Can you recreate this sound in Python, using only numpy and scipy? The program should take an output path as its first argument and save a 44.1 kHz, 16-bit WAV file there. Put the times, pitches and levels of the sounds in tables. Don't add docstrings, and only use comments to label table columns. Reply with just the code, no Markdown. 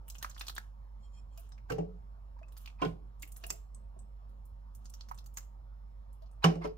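import sys
import numpy as np
from scipy import signal
from scipy.fft import rfft, irfft, next_fast_len
from scipy.io import wavfile
from scipy.ndimage import uniform_filter1d

SR = 44100
rng = np.random.default_rng(int(sys.argv[2]) if len(sys.argv) > 2 else 0)


def master(y):
    cut = np.clip(np.atleast_2d(y).T, -1, 1)
    pcm = np.round(cut * 32767)
    wavfile.write(sys.argv[1], SR, pcm.astype(np.int16))


def how_loud(loudness_db):
    steps = np.asarray(loudness_db, float) / 20
    return 10 ** steps


N = 298557


def evened(x):
    return x / np.sqrt(np.mean(x ** 2) + 1e-20)


def read(points, hz):
    f, value = np.transpose(points)
    return np.interp(np.log(hz + 1), np.log(f + 1), value)


def add(mix, start_s, sound):
    part = mix[max(round(start_s * SR), 0):][:len(sound)]
    part += sound[:len(part)]


def stroke_gain(strokes, rise_db_s, fall_db_s):
    t = np.arange(0, N + 32, 32) / SR
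    gain = np.zeros(len(t))
    for full_s, hold_s, level_db in strokes:
        rise_db = rise_db_s * np.maximum(full_s - t, 0)
        fall_db = fall_db_s * np.maximum(t - full_s - hold_s, 0)
        gain += how_loud(level_db - rise_db - fall_db)
    return np.interp(np.arange(N) / SR, t, gain)


def coloured(x, points):
    size = next_fast_len(len(x))
    gain = how_loud(read(points, np.fft.rfftfreq(size, 1 / SR)))
    return irfft(rfft(x, size) * gain, size)[:len(x)]


def band(x, lo_hz, hi_hz):
    return signal.sosfilt(signal.butter(2, [lo_hz, hi_hz], "band", fs=SR, output="sos"), x)


def resonate(x, hz, width_hz):
    return signal.lfilter(*signal.iirpeak(hz, hz / width_hz, SR), x)


def dying_noise(t60_table, size):
    hz, t, z = signal.stft(rng.standard_normal(size), SR, nperseg=256)
    decay = how_loud(-60 * t / read(t60_table, hz)[:, None])
    return signal.istft(z * decay, SR, nperseg=256)[1][:size]


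def air():
    # freq_hz, level_db_per_hz
    murmur = [(30, -32), (62, -19), (80, -31.5), (113, -20), (140, -33.5), (208, -31), (268, -42.5),
              (400, -45.5), (550, -42.5), (1160, -43), (1500, -54.5), (2170, -61), (5250, -67), (9000, -75),
              (13000, -70)]
    frames, hz = N // 512 + 5, np.fft.rfftfreq(2048, 1 / SR)
    a, b, patches = rng.standard_normal((frames, 1025, 3)).T
    patches = uniform_filter1d(patches, size=12, axis=0)
    patches = evened(uniform_filter1d(patches, size=8, axis=1))
    z = (a + 1j * b) * how_loud(read(murmur, hz)[:, None] + 2.42 * patches) * (hz > 20)[:, None]
    return how_loud(-63.5) * evened(signal.istft(z, nperseg=2048, noverlap=1536)[1][:N])


def hum():
    # freq_hz, level_db, width_hz
    tones = [(49.5, -48.5, .3), (57, -66, 3.5), (42.3, -65, 1.5), (72, -71, 4.3), (113.3, -72.5, 10),
             (196, -83, 2.5), (549, -86, 6.6), (920, -87, 39), (4140, -103, 63), (5270, -101, 52)]
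    t, out = np.arange(N) / SR, np.zeros(N)
    for hz, db, width_hz in tones:
        speeds, starts = rng.uniform(-1, 1, (2, 6, 1))
        waver = np.exp(1j * np.pi * (width_hz * speeds * t + 2 * starts)).sum(0) / np.sqrt(6)
        carrier = np.exp(2j * np.pi * (hz * t + 0.3))
        out += how_loud(db) * np.sqrt(2) * ((1 + 0.09 * width_hz ** .5 * waver) * carrier).real
    return out


def scrape():
    # full_s, hold_s, level_db
    strokes = [
        (1.045, .015, -72.5),
        (1.145, .055, -73.5),
        (1.335, .01, -79),
    ]
    # freq_hz, width_hz, level_db
    partials = [(2486, 12, 0), (3220, 18, 4), (4350, 50, 0), (5380, 35, 2), (7050, 60, 4), (7470, 90, 4),
                (8600, 300, -3)]
    slips = rng.standard_normal(N) * how_loud(2.9 * rng.exponential(1, N))
    grips = rng.standard_normal((len(partials), N // 2000 + 2))
    t = np.arange(N) / 2000
    rim = np.zeros(N)
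    for (hz, width_hz, db), grip in zip(partials, grips):
        grip_db = 4.5 * np.interp(t, np.arange(len(grip)), grip)
        rim += how_loud(db + grip_db) * evened(resonate(slips, hz, width_hz))
    return stroke_gain(strokes, rise_db_s=500, fall_db_s=600) * how_loud(0.5) * evened(rim)


def slide():
    # full_s, hold_s, level_db
    strokes = [
        (1.703, 0.0029, -46),
        (2.8, 0.019, -55),
        (2.832, 0.0088, -40.5),
        (6.445, 0.0053, -28.5),
        (6.5, .01, -50),
        (6.62, 0.016, -50),
        (6.65, 0.0051, -43),
    ]
    # freq_hz, level_db_per_hz
    grind = [(410, -71), (700, -5), (1010, 6), (1410, -6.5), (2140, -8.5), (3880, -19.5), (5100, -17),
             (6540, -37), (12000, -32.5), (15600, -82), (22000, -120)]
    slips = rng.standard_normal(N) * how_loud(3.0 * np.minimum(rng.exponential(1, N), 4))
    gain = stroke_gain(strokes, rise_db_s=1497, fall_db_s=498)
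    return gain * how_loud(-4.5) * evened(coloured(slips, grind))


def ring(modes, share, rise_s, uneven_db):
    t = np.arange(20000) / SR
    x = np.zeros(len(t))
    for (hz, db, t60_s), spot in zip(modes, rng.standard_normal(len(modes))):
        x += how_loud(db + uneven_db * spot - 60 * t / (t60_s * share)) * np.sin(2 * np.pi * hz * t)
    x = x * (1 - np.exp(-t / rise_s))
    return x / np.sqrt(np.mean(x[:1300] ** 2))


def knock(boom_db, body_db, rattle_db, share):
    # freq_hz, level_db, t60_s
    boom_modes = [(164.24, -1, .3), (169.3, -2, .3), (120, -17, .12), (195, -16, .12), (221, -20, .25)]
    # freq_hz, level_db, t60_s
    body_modes = [(263, -4, 0.064), (289, -5.5, 0.11), (299, -7.5, 0.14), (334, -2.5, 0.09),
                  (388.2, -1, 0.13), (420.2, -4, 0.16), (437.7, -5, 0.22), (481, -1.5, 0.057),
                  (513, -4, 0.069), (622, -5.5, 0.061), (720, -2.5, 0.039), (777, -12, 0.17)]
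    # freq_hz, level_db, t60_s
    clank_modes = [(925, 3.5, 0.05), (1059, -12, 0.11), (1170, 14.5, 0.039), (1333, 6.5, 0.058),
                   (1530, -13, 0.13), (2300, -17.5, .06), (3084, -45, 0.028)]
    # freq_hz, level_db_per_hz
    crack = [(240, -36), (400, -3.5), (676, -13.5), (1140, -21), (1490, -19.5), (2970, -18.5), (3370, -30),
             (5350, -23), (14800, -46.5), (16000, -40.5)]
    # freq_hz, t60_s
    crack_t60 = [(200, 0.36), (1000, 0.25), (4000, 0.28), (15000, 0.075)]
    # freq_hz, level_db_per_hz
    thud_bands = [(60, -19), (95, 0), (130, -3), (200, -5.5), (290, 5.5), (450, 3), (750, -1.5),
                  (1200, -30.5), (3000, -69)]
    t = np.arange(20000) / SR
    rattle = coloured(dying_noise(crack_t60, size=20000), crack)
    rattle = rattle * (1 + 2.74 * np.exp(-t / 0.0048)) * how_loud(-40 * t / share)
    rattle = rattle / np.sqrt(np.mean(rattle[:1300] ** 2)) * (1 - np.exp(-t / 0.00071))
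    thud = evened(coloured(rng.standard_normal(len(t)), thud_bands))
    thud = thud * how_loud(-60 * t / (0.21 * share)) * (1 - np.exp(-t / 0.0014))
    boom = ring(boom_modes, .5 + 0.25 * share, rise_s=0.036, uneven_db=0.31)
    body = ring(body_modes, share, rise_s=0.0024, uneven_db=3.3) + 1.274 * thud
    clank = ring(clank_modes, share, rise_s=0.00046, uneven_db=3.6)
    hard = 0.45 * clank + 0.75 * rattle
    return how_loud(boom_db - 5.5) * boom + how_loud(body_db - 10.5) * body + how_loud(rattle_db - 9.0) * hard


def dying_tone(peak_db, hz, t60_s, rise_per_s):
    t = np.arange(min(9000, 600 + int(SR * t60_s))) / SR
    envelope = how_loud(peak_db - 60 * t / t60_s) * (1 - np.exp(-t * hz / 3.8))
    return envelope * np.sin(2 * np.pi * hz * t * (1 + rise_per_s * t))


def ping(peak_db, hz, t60_s):
    return dying_tone(peak_db, hz, t60_s, rise_per_s=0.03)


def tink(peak_db, hz, t60_s):
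    tone = ping(peak_db, hz, t60_s)
    flutter = evened(resonate(rng.standard_normal(len(tone)), hz, .08 * hz + 15))
    swing = uniform_filter1d(np.abs(tone), size=200, origin=99)
    return tone + .65 * swing * flutter


def song(peak_db, hz, length_s):
    t = np.arange(9000) / SR
    free = (1 - np.exp(-t / .004)) * np.exp(-np.maximum(t - length_s, 0) / .006)
    return how_loud(peak_db - 71 * t) * free * np.sin(2 * np.pi * hz * t * (1 + 0.16 * t))


def pan_events():
    # start_s, boom_db, body_db, rattle_db, ring_share_of_t60
    knocks = [(1.701, -45, -39, -39, 1.84), (1.719, -45, -37, -39, 0.66), (1.783, -30.5, -32.5, -46.5, 1.3),
              (2.8172, -39, -29.5, -38, 1.09), (2.852, -60, -31.5, -47, 0.57),
              (2.867, -52, -72, -79.5, 0.79), (2.914, -48, -56, -80, 0.92), (3.437, -64, -55, -53.5, 0.63),
              (3.502, -59.5, -52, -44.5, 1), (6.443, -16.5, -22.5, -20.5, 1.55),
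              (6.554, -40, -40, -50, 1.1), (6.646, -65, -34.5, -46, 0.93), (6.655, -42, -45, -47, 0.62)]
    # start_s, peak_db, pitch_hz, t60_s
    pings = [(1.699, -30, 1560, 0.026), (1.7, -29, 125, 0.26), (2.85, -34, 125, 0.26),
             (1.702, -32.5, 480, 0.17), (1.86, -42, 180, .4), (1.783, -31, 400, 0.045),
             (1.783, -45, 754, .045), (2.820, -24.5, 1037, 0.085), (2.819, -37.5, 2300, 0.043),
             (2.820, -40.5, 3200, 0.08), (2.82, -31, 722, 0.09), (6.441, -14.5, 2930, 0.023),
             (6.44, -39, 1200, .029), (6.648, -26, 571, 0.057), (6.64, -44, 2100, 0.05),
             (6.6, -40, 350, 0.15), (6.455, -29.5, 370, 0.093), (6.450, -28.5, 280, 0.16),
             (1.705, -42, 80, .25), (2.853, -38, 84, .3), (2.915, -42, 110, .1), (6.665, -46, 90, .3),
             (3.747, -50, 8070, .05), (3.991, -55, 8060, .06), (.416, -53, 3600, .06),
             (2.425, -62, 1900, .03), (1.52, -60, 5300, .08)]
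    # start_s, peak_db, pitch_hz, t60_s
    tinks = [(.0803, -50, 2900, 0.029), (.227, -36, 1840, 0.023), (.2272, -43, 1100, .03),
             (.2271, -36, 6500, .01), (.4826, -43.5, 1250, .04), (.212, -52, 1520, .03),
             (.2958, -52, 1560, .03), (.5796, -42, 7200, 0.011), (1.700, -46.5, 2350, 0.046),
             (1.701, -37, 690, .05), (1.717, -43.5, 2760, .05), (1.783, -56, 2800, 0.071),
             (1.80, -51, 700, 0.14), (2.819, -38, 2760, 0.062), (2.826, -37, 1460, 0.082),
             (2.82, -31, 650, 0.092), (2.852, -34, 280, 0.13), (2.82, -35.5, 278, 0.1),
             (2.8541, -27, 163, .2), (2.848, -42, 1480, .07), (2.856, -49, 2800, .04),
             (3.2307, -42, 2230, .03), (3.439, -44, 2900, .03), (3.462, -54, 2800, .04),
             (3.5028, -37, 4900, .022), (3.503, -30.5, 7450, .025), (3.503, -36, 6400, .03),
             (3.497, -46, 5800, .05), (3.503, -42.5, 2600, .04), (3.504, -44, 1000, 0.037),
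             (6.4405, -21, 1500, .012), (6.443, -32, 528, 0.065), (6.444, -29, 1150, 0.076),
             (6.445, -40, 770, 0.14), (6.443, -30.5, 5400, 0.029), (6.618, -54, 2100, .06),
             (6.645, -46, 1000, 0.07), (6.613, -54, 1200, .1), (6.69, -67, 4950, .08),
             (6.605, -46, 700, 0.075), (6.428, -44, 830, .08), (6.442, -36, 2300, .07),
             (6.455, -47, 3120, .14), (6.424, -54, 2500, .08), (6.43, -47, 4000, .06),
             (3.962, -54, 370, .06), (3.23, -54, 300, .1), (5.3725, -44, 1750, .022),
             (1.783, -40, 760, .05), (1.376, -65, 2480, .09), (1.376, -66, 2850, .06),
             (2.852, -51, 2300, .1), (2.852, -45, 3200, .06), (2.866, -32, 160, .08),
             (2.787, -62, 2500, .05)]
    # start_s, peak_db, pitch_hz, length_s
    songs = [
        (1.722, -41, 440, .04),
        (1.855, -54, 426, .058),
        (2.834, -35, 430, .03),
        (1.932, -55, 421, .03),
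        (6.471, -35.5, 426, 0.059),
        (6.648, -38, 424, .07),
    ]
    for source, table in ((knock, knocks), (ping, pings), (tink, tinks), (song, songs)):
        for start_s, *how in table:
            yield start_s, source(*how)


def pour():
    # full_s, hold_s, level_db
    gushes = [(.1, .02, -75), (.25, 0.0061, -58.5), (.41, 0.0083, -59), (.6, .03, -71), (1.38, 0.082, -72),
              (2.6, 0.091, -70), (3.25, 0.022, -73.5), (3.432, 0.022, -66), (3.55, .03, -73.5),
              (4.82, .03, -80), (4.96, 0.08, -74), (5.15, .05, -80), (5.41, 0.0089, -70.5)]
    # freq_hz, level_db_per_hz
    fizz = [(350, -23.5), (600, -6.5), (1180, 3.5), (2090, -14), (2910, -2), (4710, -12), (6290, -6.5),
            (14900, -23), (16000, -35)]
    drops = rng.standard_normal(N) * how_loud(2.5 * np.minimum(rng.exponential(1, N), 4))
    drops = drops * (rng.random(N) < 5000 / SR)
    crackle = evened(coloured(drops + .5 * rng.standard_normal(N), fizz))
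    return stroke_gain(gushes, rise_db_s=262, fall_db_s=239) * how_loud(-3.5) * crackle


SPLAT_LEAD = 900


def splat(peak_db, hz, dull_db, bright_db, t60_s):
    t, t60_s = np.arange(-SPLAT_LEAD, 6000) / SR, np.clip(t60_s, .008, .3)
    after = np.maximum(t, 0)
    spray = rng.standard_normal(len(t)) * how_loud(4.2 * np.minimum(rng.exponential(1, len(t)), 5))
    gust = np.interp(np.arange(len(t)), np.arange(0, 7000, 200), rng.standard_normal(35))
    tail = how_loud(-110 * after / t60_s) + 0.49 * how_loud(4.5 * gust) * how_loud(-35 * after / t60_s)
    burst = (1 - 0.69 * np.exp(-after / 0.00061)) * tail
    shape = np.where(t < 0, 0.17 * np.exp(t / 0.0072), burst)
    drive = .3 * evened(spray) * shape + 3.2 * (t >= 0) * np.exp(-after / .00005)
    drive[SPLAT_LEAD + rng.integers(20, 260, 3)] += 1.1 * rng.standard_normal(3)

    broad = resonate(resonate(drive, hz, .5 * hz), hz, .5 * hz)
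    pocket_hz = hz * np.exp(0.1746 * rng.standard_normal(4))
    pockets = sum(resonate(drive, min(f, 16000), .07 * f) for f in pocket_hz)
    parts = (1.6 * broad + 1.1 * pockets + 0.5 * resonate(drive, hz, .06 * hz),
             band(drive, 830, 2240) + 0.51 * band(drive, 180, 400),
             band(drive, 8900, 18240),
             band(drive, 2700, 6000))
    pocket, dull, bright, middle = (p / np.abs(p[:1300]).max() for p in parts)
    thin = how_loud(-6 * max(np.log2(hz / 5500), 0))
    weight = thin * (how_loud(dull_db) * dull + how_loud(0.55 * dull_db - 6.5) * middle)
    return how_loud(peak_db + 1.9) * (0.51 * pocket + weight + how_loud(bright_db) * bright)


def broth_events():
    # start_s, peak_db, pitch_hz, t60_s
    plops = [
        (1.376, -52.5, 652, 0.11),
        (2.366, -45, 944, 0.026),
        (2.414, -40.5, 633, 0.039),
        (2.432, -53.5, 2546, 0.046),
        (3.436, -45, 660, 0.048),
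        (3.464, -45.5, 674, .051),
        (3.535, -50.5, 656, .076),
        (3.962, -46, 627, 0.028),
        (6.221, -51, 630, 0.073),
    ]
    # start_s, peak_db, pocket_hz, dull_db, t60_s
    lumps = [(.245, -28, 1260, -10, 0.054), (.364, -52, 1530, 1, 0.051), (.41, -32, 2300, -7, 0.068),
             (.5795, -29.5, 1560, -9.5, 0.022), (2.389, -56, 900, -8, .11), (2.43, -62, 2140, 8, 0.024),
             (2.8488, -36, 3300, -.5, 0.045), (5.112, -32, 980, -39, 0.023), (5.116, -39, 1100, -20, 0.081),
             (6.4408, -17, 2850, -5, 0.03), (6.4475, -27, 850, 2.5, 0.021)]
    # start_s, peak_db, pocket_hz, spray_db
    gobs = [(.0807, -41, 13200, -5), (.1514, -41.5, 2760, -8), (.2259, -29.5, 3350, -0.5),
            (.3104, -45, 4500, -22), (.4494, -53, 3700, 0), (.4954, -31, 4200, -8), (.5636, -34, 3820, -35),
            (1.3944, -57, 2460, 8.5), (1.4894, -55, 8900, -4), (1.5194, -48.5, 5280, -24),
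            (1.5788, -53, 2110, -16), (2.4828, -53, 6800, -16), (2.5217, -55.5, 3200, 2),
            (2.5666, -45.5, 5000, -9), (2.6994, -49.5, 2700, -22), (3.3657, -41, 11100, -3.5),
            (4.2924, -72, 4070, 3.5), (5.0863, -45, 5600, -6), (5.1447, -46.5, 8400, -8),
            (5.3814, -33.5, 6060, -3), (5.4294, -53.5, 6600, -24), (6.2208, -58.5, 4330, -8)]
    # start_s, peak_db, pocket_hz, spray_db
    splats = [(.1451, -43, 6860, -33), (.2957, -38.5, 7040, -7.5), (.378, -40.5, 3600, -5.5),
              (.3945, -36, 9600, -6), (.4673, -33, 5200, -10), (.4813, -25.5, 3530, -11),
              (.5795, -37, 4600, -3), (.5506, -40, 9500, -1), (1.3748, -40, 6600, -2),
              (1.718, -44, 2700, -2), (2.5745, -48.5, 4800, 5.5), (2.6584, -35, 3000, -13.5),
              (2.6744, -36, 2440, -37), (3.2745, -52.5, 2330, 6.5), (3.3624, -42, 6350, -12.5),
              (3.4385, -33, 2460, -12), (3.4645, -38.5, 11500, 1), (3.5022, -17.5, 6980, -9.5),
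              (4.7491, -47.5, 8750, 0), (4.8454, -56, 7400, -1), (4.8549, -41, 5900, -24),
              (4.9377, -36.5, 6300, -9), (5.008, -36, 4670, -20), (5.1764, -43.5, 6100, -30),
              (5.1856, -41, 4480, -7.5), (5.241, -54, 6310, -6), (5.2604, -41, 7300, -3),
              (5.3707, -26.5, 7000, -9), (5.3718, -41, 2100, -20), (.4135, -38, 5500, -6),
              (.232, -40, 7000, -6), (.4555, -52, 4500, -12), (.3949, -38, 6000, -20),
              (.472, -42, 7000, -8), (.4815, -34, 7200, -20), (1.6995, -38, 7200, -4),
              (1.7215, -41, 5100, -8), (3.2225, -42, 4500, -20), (3.437, -42, 4700, -10),
              (5.401, -52, 8500, -4), (5.414, -54, 6900, -10), (6.4525, -30, 3400, -14),
              (6.64, -45, 5000, -24), (6.672, -52, 4600, -10), (2.816, -39, 4100, -30)]
    # start_s, peak_db, pocket_hz, spray_db
    drips = [(.0992, -30, 6700, -7.5), (.1825, -38, 6630, -9), (.3461, -44, 5500, -21),
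             (.409, -27.5, 3600, -17), (2.614, -53.5, 12300, -6), (3.1966, -55, 9600, -2),
             (3.222, -35, 7840, -1), (3.2296, -34.5, 2400, -24), (3.3194, -42, 8700, 0.5),
             (3.524, -39, 7800, 1), (3.7459, -44, 8070, -26.5), (3.9898, -48, 8060, -28),
             (4.4528, -60, 12800, -1.5), (4.8968, -43, 8850, -5), (5.3393, -56, 10600, 3),
             (6.128, -56, 10380, -17), (6.2597, -60, 4460, -17.5), (6.3126, -57.5, 8820, -10.5)]
    lead_s = .0011 - SPLAT_LEAD / SR
    for table, dull_db, t60_s in ((gobs, -9.5, 0.07), (splats, -18, 0.066), (drips, -26.5, 0.072)):
        for start_s, db, hz, spray_db in table:
            linger = how_loud(-0.22 * (db + 40.5))
            yield start_s + lead_s, splat(db, hz, dull_db, spray_db, t60_s * linger)
    for start_s, db, hz, dull_db, t60_s in lumps:
        yield start_s + lead_s, splat(db, hz, dull_db, -14.5, t60_s)
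    for start_s, *how in plops:
        yield start_s, dying_tone(*how, rise_per_s=1.1)


def ports(mid, other, alike):
    # freq_hz, level_db
    slope_db = [(60, 3.5), (110, -12.5), (200, 4), (380, 1.5), (700, 3), (1290, 3), (2380, 0.5),
                (4400, 0.5), (8120, 1), (15000, -1.5)]
    size = next_fast_len(N)
    hz, pressure = np.fft.rfftfreq(size, 1 / SR), rfft(mid, size)
    slope = how_loud(read(slope_db, hz)) * hz ** 6 / (hz ** 6 + 225 ** 6)
    mixed = alike * 1j * pressure + np.sqrt(1 - alike ** 2) * rfft(other, size)
    side = irfft(slope * mixed, size)[:N] - .21 * mid
    side += irfft(.17j * pressure / (1 + (hz / 90) ** 4), size)[:N]
    return np.array([mid + side, mid - side])


def scene():
    # freq_hz, t60_s
    room = [(150, 0.63), (1000, 0.24), (5000, 0.24), (15000, 0.32)]
    steady = ports(air() + hum(), air(), .65)
    near, askew = (scrape() + pour() + slide() for _ in range(2))
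    for events in (pan_events(), broth_events()):
        for start_s, sound in events:
            add(near, start_s, sound)
            paths = rng.standard_normal(240) * (rng.random(240) < .06)
            paths = paths / np.linalg.norm(paths + 0.00053)
            add(askew, start_s, signal.oaconvolve(sound, paths))
    wet = []
    for _ in range(2):
        tail = band(dying_noise(room, size=16000), 300, 15000)
        echo = np.pad(tail, (130, 0)) / np.linalg.norm(tail)
        wet.append(signal.fftconvolve(near, echo)[:N])
    near, askew = near + how_loud(-16.0) * wet[0], askew + how_loud(-15.5) * wet[1]
    return ports(near, askew, .3) + steady


def roll_off(x):
    return signal.sosfilt(signal.butter(12, 16480, fs=SR, output="sos"), x)


def record(dry):
    edge = signal.firwin(127, 15700, fs=SR)[None]
    mix = signal.oaconvolve(dry, edge, "same")
    return roll_off(mix)


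dry = scene()
out = record(dry)
master(out)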